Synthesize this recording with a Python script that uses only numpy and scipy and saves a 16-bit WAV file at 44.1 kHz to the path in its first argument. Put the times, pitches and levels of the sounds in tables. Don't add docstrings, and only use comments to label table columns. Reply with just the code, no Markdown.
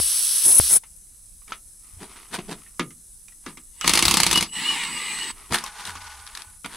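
import sys
import numpy as np
from scipy import signal
from scipy.fft import rfft, irfft, next_fast_len
from scipy.io import wavfile
from scipy.ndimage import uniform_filter1d, map_coordinates

SR = 44100
rng = np.random.default_rng(int(sys.argv[2]) if len(sys.argv) > 2 else 0)


def unload_audio(sound):
    columns = np.transpose(np.atleast_2d(sound))
    steps = np.round(np.clip(columns, -1, 1) * 32767)
    wavfile.write(sys.argv[1], SR, steps.astype(np.int16))


N = 298116
TIME = np.arange(N) / SR


def amp(db):
    return np.exp(np.asarray(db) * (np.log(10) / 20))


def unit(x):
    return x / np.sqrt(np.mean(x ** 2) + 1e-20)


def along(points, hz):
    f, v = np.transpose(points)
    return np.interp(np.log(hz + 1), np.log(f + 1), v)


def wobble(rate):
    steps = np.arange(0, N * rate / SR + 1, 1 / 8)
    knots = rng.standard_normal(int(steps[-1]) + 4)
    return np.interp(TIME * rate, steps, map_coordinates(knots, [steps]))


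def filtered(x, response):
    m = next_fast_len(N + SR // 2)
    return irfft(rfft(x, m) * response(np.fft.rfftfreq(m, 1 / SR)), m)[..., :N]


def coloured(x, spectrum, humps=()):
    def response(f):
        narrow_db = sum(db * np.exp(-((f - centre) / width) ** 2) for centre, width, db in humps)
        return amp(along(spectrum, f) + narrow_db)
    return unit(filtered(x, response))


def resonate(x, modes):
    def response(f):
        total = 0
        for k, (centre, width, db) in enumerate(modes):
            damping = 1j * f * width
            total = total + (-1) ** k * amp(db) * damping / (centre ** 2 - f ** 2 + damping)
        return total
    return unit(filtered(x, response))


def noise():
    return rng.standard_normal(N)


def grit(rate, depth_db):
    return noise() * amp(depth_db * np.tanh(wobble(rate) / 2) * 1.68)


def patchy(x, depth_db):
    z = signal.stft(x, nperseg=1024)[2]
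    field = uniform_filter1d(uniform_filter1d(rng.standard_normal(z.shape), 4, 0), 9, 1)
    return signal.istft(z * amp(depth_db * unit(field)), nperseg=1024)[1][:N]


def add(track, s, sound):
    part = track[max(round(s * SR), 0):][:len(sound)]
    part += sound[:len(part)]


def decay(s, t60, attack=0.00019):
    t, env = np.arange(int(2 * t60 * SR)) / SR, np.zeros(N)
    add(env, s, amp(-60 * t / t60) * (1 - np.exp(-t / attack)))
    return env


def held(on, off, rise_s, fall_s):
    return amp(-60 * (np.maximum(on - TIME, 0) / rise_s + np.maximum(TIME - off, 0) / fall_s))


def swell(s, half, db):
    return amp(db) / np.cosh(np.minimum(np.abs(TIME - s) * 1.66 / half, 20))


def ring(modes, scatter_db=2, sag=0):
    t = np.arange(SR // 2) / SR
    cycles_per_hz = np.cumsum(np.exp(-sag * t)) / SR
    total = np.zeros(len(t))
    for k, (hz, db, t60) in enumerate(modes):
        envelope = amp(db + scatter_db * rng.normal() - 60 * t / t60)
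        total += (-1) ** k * envelope * np.sin(2 * np.pi * hz * cycles_per_hz)
    return total


def stereo(x, side):
    s = filtered(x * unit(wobble(400)), lambda f: amp(along(side, f)))
    return np.array([x + s, x - s])


def ports(pair, lead):
    return filtered(pair, lambda f: np.exp(1j * np.outer([.5, -.5], along(lead, f))))


def background():
    # frequency in Hz, relative level in dB.
    hiss_colour = [(120, -54.5), (200, -10.5), (249, -12), (577, -22), (3160, -24.5), (4010, -16.5),
                   (4560, -18.5), (5090, -16), (5780, -11.5), (6450, -8), (6940, -13), (7740, -10),
                   (9300, 1.5), (12500, -6.5), (15800, -26.5)]
    rumble_colour = [(12, -28), (20, 2.5), (44, -1.5), (124, -16), (145, -22), (193, -18), (300, -54),
                     (390, -71), (660, -120)]
    # frequency in Hz, side minus mid in dB.
    air_side = [(60, -7), (240, -16.5), (950, -4.5), (3770, -13), (15000, 0)]
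    humps = [(5170, 73, 7), (7600, 260, 3.0), (7900, 250, 8.0), (12280, 510, -32)]  # (Hz, width Hz, dB)
    hiss = amp(-49.5) * coloured(patchy(noise(), depth_db=1.5), hiss_colour, humps)
    rumble = amp(-56 + 0.83 * wobble(7.6)) * coloured(noise(), rumble_colour)
    return stereo(hiss + rumble, air_side)


def wall(x):
    # frequency in Hz, time to fall 60 dB in seconds.
    wall_t60 = [(150, 0.37), (1000, 0.14), (4000, 0.11), (12000, 0.011)]
    hz, t, z = signal.stft(rng.standard_normal(SR // 2), SR, nperseg=256)
    fade = amp(-60 * t / along(wall_t60, hz)[:, None])
    tail = signal.istft(z * fade, SR, nperseg=256)[1]
    delayed = np.pad(x, (SR // 150, 0))
    return signal.fftconvolve(delayed, tail / np.linalg.norm(tail))[:N]


def rustle(rise_s=0.25, fall_s=0.74):
    # start in seconds, end in seconds, relative level in dB.
    reaches = [(1.858, 1.925, -61.5), (2.1, 2.212, -50.5), (2.25, 2.597, -56.5), (5.37, 5.456, -53.5)]
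    # frequency in Hz, relative level in dB.
    cloth_colour = [(150, -36), (250, -5), (431, -4), (499, -14), (1230, 2.5), (1740, -10), (1860, -2),
                    (6000, -11.5), (7800, -31), (13200, -120)]
    level = np.max([amp(db) * held(on, off, rise_s, fall_s) for on, off, db in reaches], axis=0)
    return level * coloured(grit(rate=290, depth_db=4), cloth_colour) * amp(1.1 * wobble(24.62))


def bumps(click_s=0.00016):
    # time in seconds, thump level in dB, click peak in dB.
    bump_rows = [(.001, -27, -14), (0.5991, -19, -5)]
    # frequency in Hz, relative level in dB, 60 dB decay in seconds.
    boom_modes = [(66.8, -10, 0.33), (112, 5, 0.03), (190, -13, 0.012)]
    # time in seconds, relative level in dB.
    weight_shifts = [(1.933, -46), (1.968, -42), (5.326, -50), (5.51, -32), (6.47, -47.5)]
    out = np.zeros(N)
    u = np.arange(SR // 50) / SR / click_s
    pulse = np.e * u * np.exp(-u)
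    for s, thump_db, click_db in bump_rows:
        add(out, s, amp(thump_db) * ring(boom_modes, scatter_db=1))
        add(out, s, -amp(click_db) * pulse)
    for s, db in weight_shifts:
        add(out, s, amp(db) * ring([(47.7, -8.0, 0.12), (88, 3, 0.13)]))
    return out


def scuffs():
    # peak time in seconds, half length in seconds, rasp level in dB,
    # push level relative to the rasp in dB.
    strokes = [(1.505, 0.016, -43.5, -8), (2.03, 0.024, -41.5, 1.5), (2.171, .015, -46.5, -12),
               (2.348, 0.019, -29, -4), (2.393, 0.0082, -45.5, 14.5), (2.493, 0.006, -41, 9),
               (2.521, 0.018, -34, 1), (3.491, 0.033, -47.5, -19), (5.524, 0.0098, -30.5, 3.5),
               (5.547, 0.015, -17.5, -13), (5.589, 0.031, -35.5, -17), (5.674, 0.017, -38.5, -19),
               (5.801, 0.021, -39, -22), (5.884, 0.031, -33.5, -13.5), (6.389, 0.029, -41.5, -19),
               (6.66, 0.0065, -32.5, -5.5), (6.743, 0.041, -40.5, -13)]
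    # frequency in Hz, relative level in dB.
    rasp_colour = [(290, -19.5), (500, -17), (568, -20), (976, 5), (1060, -1), (1800, -0.5), (2640, -5),
                   (3510, -3.5), (7160, -13), (9250, -4.5), (15000, -30.5)]
    push_colour = [(41, -39.5), (70, -37.5), (182, 6.5), (252, -3.5), (393, 0.5), (509, -8), (555, -19),
                   (700, -3.5), (910, -22), (1540, -120)]
    rasp, push = np.zeros((2, N))
    for s, half, db, low_db in strokes:
        stroke = swell(s, half, db)
        rasp += stroke
        push += stroke * amp(low_db)
    grains = coloured(grit(rate=450, depth_db=4.5), rasp_colour)
    return rasp * grains + push * coloured(noise(), push_colour)


def ticks(level_db=2, t60=0.021):
    # time in seconds, relative level in dB.
    tick_times = [(4.8358, -21.5), (4.85, -30), (5.1873, -27), (5.5852, -24), (5.6622, -28), (5.8525, -29),
                  (6.266, -36), (6.2746, -34), (6.3511, -28), (6.3729, -28), (6.4198, -34)]
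    # frequency in Hz, relative level in dB.
    tick_colour = [(350, -36), (600, -53), (1130, -2.5), (2270, -2.5), (2960, -11), (3600, 0.5),
                   (8600, -14.5), (10600, -3), (14000, -40.5)]
    level = sum(amp(db + level_db) * decay(s, t60) for s, db in tick_times)
    return level * coloured(noise(), tick_colour)


def rolling(land_s=0.14, drone_t60=3.9):
    # time in seconds, share of full speed.
    wheel_speed = [(5.52, 0), (5.65, 0.6), (5.95, 0.83), (6.63, 0)]
    # time in seconds, block rate in Hz.
    tread_rate = [(5.85, 103.5), (5.95, 81), (6.1, 69), (6.3, 61), (6.5, 65.2)]
    # frequency in Hz, relative level in dB.
    grit_colour = [(120, -56), (200, -15.5), (385, -23), (433, -5), (567, -38), (629, -5), (774, -16),
                   (859, 2), (997, 5.5), (1280, -5), (1490, -1), (1840, -2), (7000, -8), (9100, -43),
                   (15400, -120)]
    # frequency in Hz, width in Hz, relative level in dB.
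    rim_modes = [(832, 37, -1), (1187, 45, -2.5), (1478, 17, 5), (2140, 34, -8.5)]
    down_s = 5.89
    speed = np.interp(TIME, *np.transpose(wheel_speed), left=0, right=0)
    scrape = amp(-43) * coloured(grit(rate=110, depth_db=3.5), grit_colour)
    rim = amp(-45) * resonate(noise(), rim_modes)
    rate = np.interp(TIME, *np.transpose(tread_rate)) + 6 * wobble(23)
    blocks = np.sin(2 * np.pi * np.cumsum(rate) / SR)
    drone = amp(-46) * held(down_s, down_s, land_s, drone_t60) * unit(blocks * amp(1.7 * wobble(20)))
    return speed * ((scrape + rim) * amp(1.6 * wobble(37)) + drone)


def leak(jet_db=-21.5, sputter_db=1, end_s=0.7695, stop_s=0.052):
    # start in seconds, end in seconds, jet gain in dB.
    finger_presses = [(0.464, 0.511, 8), (0.526, 0.594, 8), (0.713, 0.783, 8.5)]
    # frequency in Hz, relative level in dB.
    open_colour = [(88, -69), (150, -42.5), (756, -28), (1230, -20.5), (2340, -20), (2900, -12.5),
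                   (5740, -5), (7110, -11), (7830, -9.5), (8810, -3.5), (9900, 1.5), (11600, -4),
                   (12500, -20), (13500, -16.5), (15800, -18)]
    pinched_colour = [(88, -45), (150, -20), (1550, -24), (1930, -25.5), (2790, -24), (5000, -20),
                      (5740, -14), (7110, -12.5), (7830, -12), (8810, -6.5), (10100, 1.5), (10700, 0),
                      (12300, -20), (13500, -16), (15800, -30.5)]
    # frequency in Hz, width in Hz, gain in dB.
    groove = [(7100, 440, -6), (7970, 380, 8), (8800, 220, -4.5), (10500, 1600, 2.5), (12400, 210, -4.5)]
    # frequency in Hz, side minus mid in dB.
    jet_side = [(100, 0.5), (600, -1.5), (1500, -32), (3000, -50), (5000, -18.5), (8000, -7.5),
                (14000, -7.5)]
    # frequency in Hz, left minus right in dB.
    jet_balance = [(4000, -0.5), (8000, -2), (10000, 4), (13000, -2.5)]
    press_s, lift_s = .03, 0.0042
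    presses = [np.interp(TIME, [on - press_s, on, off, off + lift_s], [0, 1, 1, 0])
               for on, off, _ in finger_presses]
    pinch = np.max(presses, axis=0)
    boost_db = np.max([press * row[2] for press, row in zip(presses, finger_presses)], axis=0)
    level = held(0, end_s, stop_s, stop_s) * amp(jet_db + boost_db + sputter_db * pinch * wobble(90))
    free = coloured(grit(rate=300, depth_db=1.0), open_colour, groove)
    spit = coloured(patchy(grit(rate=600, depth_db=1.5), depth_db=2.3), pinched_colour, groove)
    jet = level * (np.sqrt(1 - pinch) * free + np.sqrt(pinch) * spit)
    return filtered(stereo(jet, jet_side), lambda f: amp(np.outer([.5, -.5], along(jet_balance, f))))


def knocks(clack_db=-10, thud_db=-9, body_db=-13, rim_db=-16, edge_db=-7):
    # time in seconds, relative level in dB, low body in dB,
    # bright edge in dB, ping frequency in Hz, ping level in dB (the last three levels are over the second column).
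    contact_rows = [(0.835, -37.5, -36, -8.5, 900, -6.5), (1.418, -51, -25, -15, 1140, -3),
                    (1.479, -39.5, -26, 2, 2300, -8), (1.521, -20, -51, -18, 1316, 0),
                    (2.387, -24.5, -24, -14, 1040, -10), (2.664, -44, -25, -19.5, 1850, 0),
                    (2.795, -11.5, -1.5, -8, 1180, -11.5), (2.906, -42, -22, 4, 2070, -2),
                    (3.283, -41.5, -27, 8, 2430, -2), (3.322, -50.5, -21, 0, 1940, 2),
                    (3.463, -22.5, -3, -9, 1187, -7.5), (3.572, -32.5, -7, -2, 2080, -6.5),
                    (3.811, -18.5, -37, 2, 3150, -8), (3.844, -13.5, -11, -7, 1080, -12),
                    (5.509, -32, -6, -4.5, 980, -3), (5.639, -27.5, -33, 9.5, 1075, 2.5),
                    (5.954, -28.5, -13.5, 0.5, 1130, 0), (6.645, -22, -10, -10, 1430, -11)]
    # frequency in Hz, relative level in dB.
    clack_colour = [(240, -20), (400, -8), (661, -16), (1250, 4), (1600, -5), (2090, 1.5), (3580, -4),
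                    (3940, -7), (5580, -13.5), (6440, -10.5), (7000, -21.5), (9100, -38.5), (15400, -120)]
    thud_colour = [(47, -49.5), (80, -7), (113, -11.5), (194, 4.5), (288, 4.5), (381, -1.5), (519, -2),
                   (617, -22.5), (800, -12.5), (1040, -47), (1760, -120)]
    # frequency in Hz, relative level in dB, 60 dB decay in seconds.
    wheel_modes = [(195, 4.5, 0.2), (275, 3.5, 0.15), (365, 0, .11), (480, -7, 0.08)]
    rim_modes = [(1222, -2.5, .19), (1700, -4.5, .12), (1995, -11, .1), (2360, -11, .075)]
    clack_t60, ping_t60, thud_t60, edge_t60 = 0.093, 0.038, 0.13, 0.022
    clack, edge, thud, rings = np.zeros((4, N))
    for s, db, low_db, bright_db, hz, ping_db in contact_rows:
        clack += amp(db + clack_db) * decay(s, clack_t60)
        edge += amp(db + bright_db + edge_db) * decay(s, edge_t60)
        thud += amp(db + low_db + thud_db) * decay(s, thud_t60, attack=0.0029)
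        wheel = amp(body_db) * ring(wheel_modes, sag=4.5) + amp(rim_db) * ring(rim_modes)
        ping = ring([(hz, db + ping_db, ping_t60)], scatter_db=0)
        add(rings, s, amp(db + low_db) * wheel + ping)
    edge *= coloured(noise(), [(3000, -22.5), (5500, 1.5), (10000, -1.5), (15000, -21)])
    return rings + edge + clack * coloured(noise(), clack_colour) + thud * coloured(noise(), thud_colour)


def motor(gear_db=-33, gear_db_per_octave=8, settled_hz=400, racing_hz=520, start_s=0.27, stop_s=0.024):
    # up to strength in seconds, released in seconds, drive whine in dB.
    trigger_pulls = [(3.84, 4.384, -4), (4.538, 5.313, 1)]
    # time in seconds, electrical turning rate in Hz.
    free_speed = [(4.5, 17.7), (4.55, 270), (4.59, 500), (4.7, 605), (4.8, 490), (4.92, 400), (5.05, 411),
                  (5.32, 390)]
    # frequency in Hz, relative level in dB.
    gear_colour = [(71, -44), (120, -11.5), (188, -4.5), (602, -15), (1180, -5), (1480, -9.5), (1970, 0),
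                   (2570, -5), (2900, -1.5), (3280, -5.5), (6700, -14), (8050, -14), (10900, -11),
                   (12600, -36.5), (15800, -25)]
    # frequency in Hz, width in Hz, gain in dB.
    gearbox = [(622, 86, -10.5), (903, 78, 8.5), (1170, 50, 5.5), (1520, 150, -4.5), (2100, 290, 0.5),
               (2870, 80, 8), (4000, 430, 4)]
    # multiple of the turning rate, relative level in dB.
    gear_orders = [(2, -10), (3, -7), (4, -4), (5, 0), (6, -7), (7, -6), (8, -13)]
    # multiple of the turning rate,
    # relative level when settled in dB, relative level when racing in dB.
    sidebands = [(-2, -74, -65), (-1, -57, -47), (0, -41, -45), (1, -40, -42.5), (2, -64, -50)]
    loaded_hz, nut_free_s = 141.3, 4.45
    switch_hz = 7870
    pulls = [held(on, off, start_s, stop_s) for on, off, _ in trigger_pulls]
    drive = sum(pull * amp(row[2]) for pull, row in zip(pulls, trigger_pulls))
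    rate = np.where(TIME < nut_free_s, loaded_hz, np.interp(TIME, *np.transpose(free_speed)))
    level = sum(pulls) * amp(gear_db + gear_db_per_octave * np.log2(rate / settled_hz))
    race = np.clip((rate - settled_hz) / (racing_hz - settled_hz), 0, 1)
    turn = 2 * np.pi * np.cumsum(rate + 12 * wobble(150)) / SR
    whirr = coloured(patchy(noise(), depth_db=3.5) * (1 + .5 * np.cos(turn)), gear_colour, gearbox)
    teeth = sum(amp(db + 3 * wobble(35)) * np.sin(k * turn + 1.2 * wobble(12)) for k, db in gear_orders)
    mesh = coloured(teeth, gear_colour, gearbox)
    whine = np.zeros(N)
    for k, db, race_db in sidebands:
        line_level = amp(db + race * (race_db - db) + 0.92 * wobble(27))
        whine += line_level * np.sin(2 * np.pi * switch_hz * TIME + round(k) * turn)
    gears = whirr + amp(-10 + 5 * race) * mesh
    return level * gears + np.sqrt(2) * drive * whine


def hammering(rise_s=0.12, fall_s=0.17, lead_s=0.0072, rebound_s=.017):
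    # start in seconds, number of blows,
    # first gap in seconds, ratio of each gap to the last, first blow in dB, change per blow in dB,
    # rebound relative to its blow in dB, rattle in dB.
    blow_runs = [(3.877, 3, .0586, .655, .5, -1, -2.5, -26), (4.0246, 9, .028, 1.02, -1.5, 0, -30, -30),
                 (4.312, 3, .0456, 1.12, -4.5, -2, 1, -27)]
    strikes, rattle = [], np.zeros(N)
    for start, count, gap, growth, db, step_db, rebound_db, rattle_db in blow_runs:
        k = np.arange(round(count))
        times = start + np.append(0, np.cumsum(gap * growth ** k[:-1]))
        levels = db + step_db * k
        strikes += [*zip(times, levels), *zip(times + rebound_s, levels + rebound_db)]
        fade = amp(rattle_db + np.interp(TIME, times, step_db * k))
        rattle = np.maximum(rattle, fade * held(start - lead_s, times[-1] - lead_s, rise_s, fall_s))
    return strikes, rattle


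def hammer(crack_db=-11, tail_db=-21, snap_db=-13, rattle_db=-2, steel_db=-5, hub_db=-10, shudder_db=-10):
    # frequency in Hz, relative level in dB.
    clatter_colour = [(53, -18.5), (90, 1), (139, -12), (192, 10.5), (249, 1.5), (344, 4), (409, -4),
                      (603, -22), (930, 6), (1600, -1.5), (2110, 7.5), (4610, 5.5), (6800, -5.5),
                      (10300, 3), (15800, -41.5)]
    # frequency in Hz, width in Hz, relative level in dB.
    steel_modes = [(191.6, 6, -3), (1180, 180, 5), (2093, 40, 7.5), (2680, 68, 2), (3700, 39, -8),
                   (4030, 41, -6.5), (4500, 420, 2), (5186, 42, 7.5), (6150, 250, 1.5), (7100, 88, -24),
                   (7800, 100, -9), (9800, 380, -14.5), (9900, 56, -12.5)]
    hub_modes = [(179, 30, 4.5), (334.5, 29, 2), (474, 52, -6), (920, 150, -1)]
    # peak in seconds, half length in seconds, level in dB.
    tyre_shake = (4.08, 0.027, -28.5)
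    # peak in seconds, half length in seconds, level in dB.
    squeal_rows = [(3.838, .015, -33), (4.356, 0.012, -21), (4.387, 0.0079, -16.5), (4.495, 0.0025, -27.5),
                   (4.532, 0.017, -37.5), (4.571, 0.024, -30), (4.695, 0.029, -25.5), (4.724, .012, -26),
                   (5.238, 0.037, -32)]
    crack_t60, tail_t60, snap_t60 = 0.014, 0.13, 0.041
    strikes, rattle = hammering()
    shudder = amp(shudder_db) * rattle + swell(*tyre_shake)
    squeal = sum(swell(*row) for row in squeal_rows)
    rattle = rattle * amp(3 * wobble(250))

    def blows(t60):
        return sum(amp(db) * decay(s, t60) for s, db in strikes)

    impact = amp(crack_db) * blows(crack_t60) + amp(tail_db) * blows(tail_t60)
    force = np.hypot(impact, amp(rattle_db) * rattle)
    clatter = force * coloured(patchy(noise(), depth_db=1.5), clatter_colour)
    bright = coloured(noise(), [(1000, -28.5), (3500, -5.0), (8000, 2.0), (11000, -0.5), (15000, -20)])
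    snap = amp(snap_db) * blows(snap_t60) * bright
    steel = resonate(force * noise(), steel_modes) * np.std(clatter) * amp(steel_db)
    hub = resonate(force * noise(), hub_modes) * np.std(clatter) * amp(hub_db)
    boom = shudder * coloured(noise(), [(20, -26.0), (45, 4.0), (130, -3), (260, -21.5)])
    socket = squeal * coloured(noise(), [(2000, -59), (2750, -14), (2930, 11), (3100, -30.5), (4000, -61)])
    return snap + clatter + steel + hub + boom + socket


def scene(contact_wet_db=-16, tool_wet_db=-19, left_db=0.2):
    # frequency in Hz, side minus mid in dB.
    work_side = [(60, -30.5), (300, -30), (1200, -32), (2500, -31), (4400, -5.5), (8000, -5.5),
                 (15000, -4.5)]
    # frequency in Hz, lead of the left port in radians.
    leak_lead = [(0, 0), (5340, -0.0), (5770, 0.84), (7490, -0.4), (9730, -0.51), (11400, -1.5),
                 (12400, 0.0), (13300, -0.8), (14000, 0.0), (16400, -0.2)]
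    work_lead = [(0, 0), (3190, -0.0), (5770, -0.2), (7060, 0.69), (7580, -0.084), (9990, 1.34),
                 (12000, -0.58), (14900, 0.4), (15200, 0.0), (16400, 0.7)]
    contacts = knocks() + ticks() + scuffs()
    tool = hammer() + motor()
    echo = wall(amp(contact_wet_db) * contacts + amp(tool_wet_db) * tool)
    yard = contacts + tool + rolling() + rustle() + echo
    work = ports(stereo(yard + bumps(), work_side), work_lead)
    return ports(leak(), leak_lead) + (work + background()) * amp([[left_db], [-left_db]])


def record(dry):
    top_hz = 15800
    return filtered(np.clip(dry, -1, 1), lambda hz: hz < top_hz)


dry = scene()
out = record(dry)
unload_audio(out)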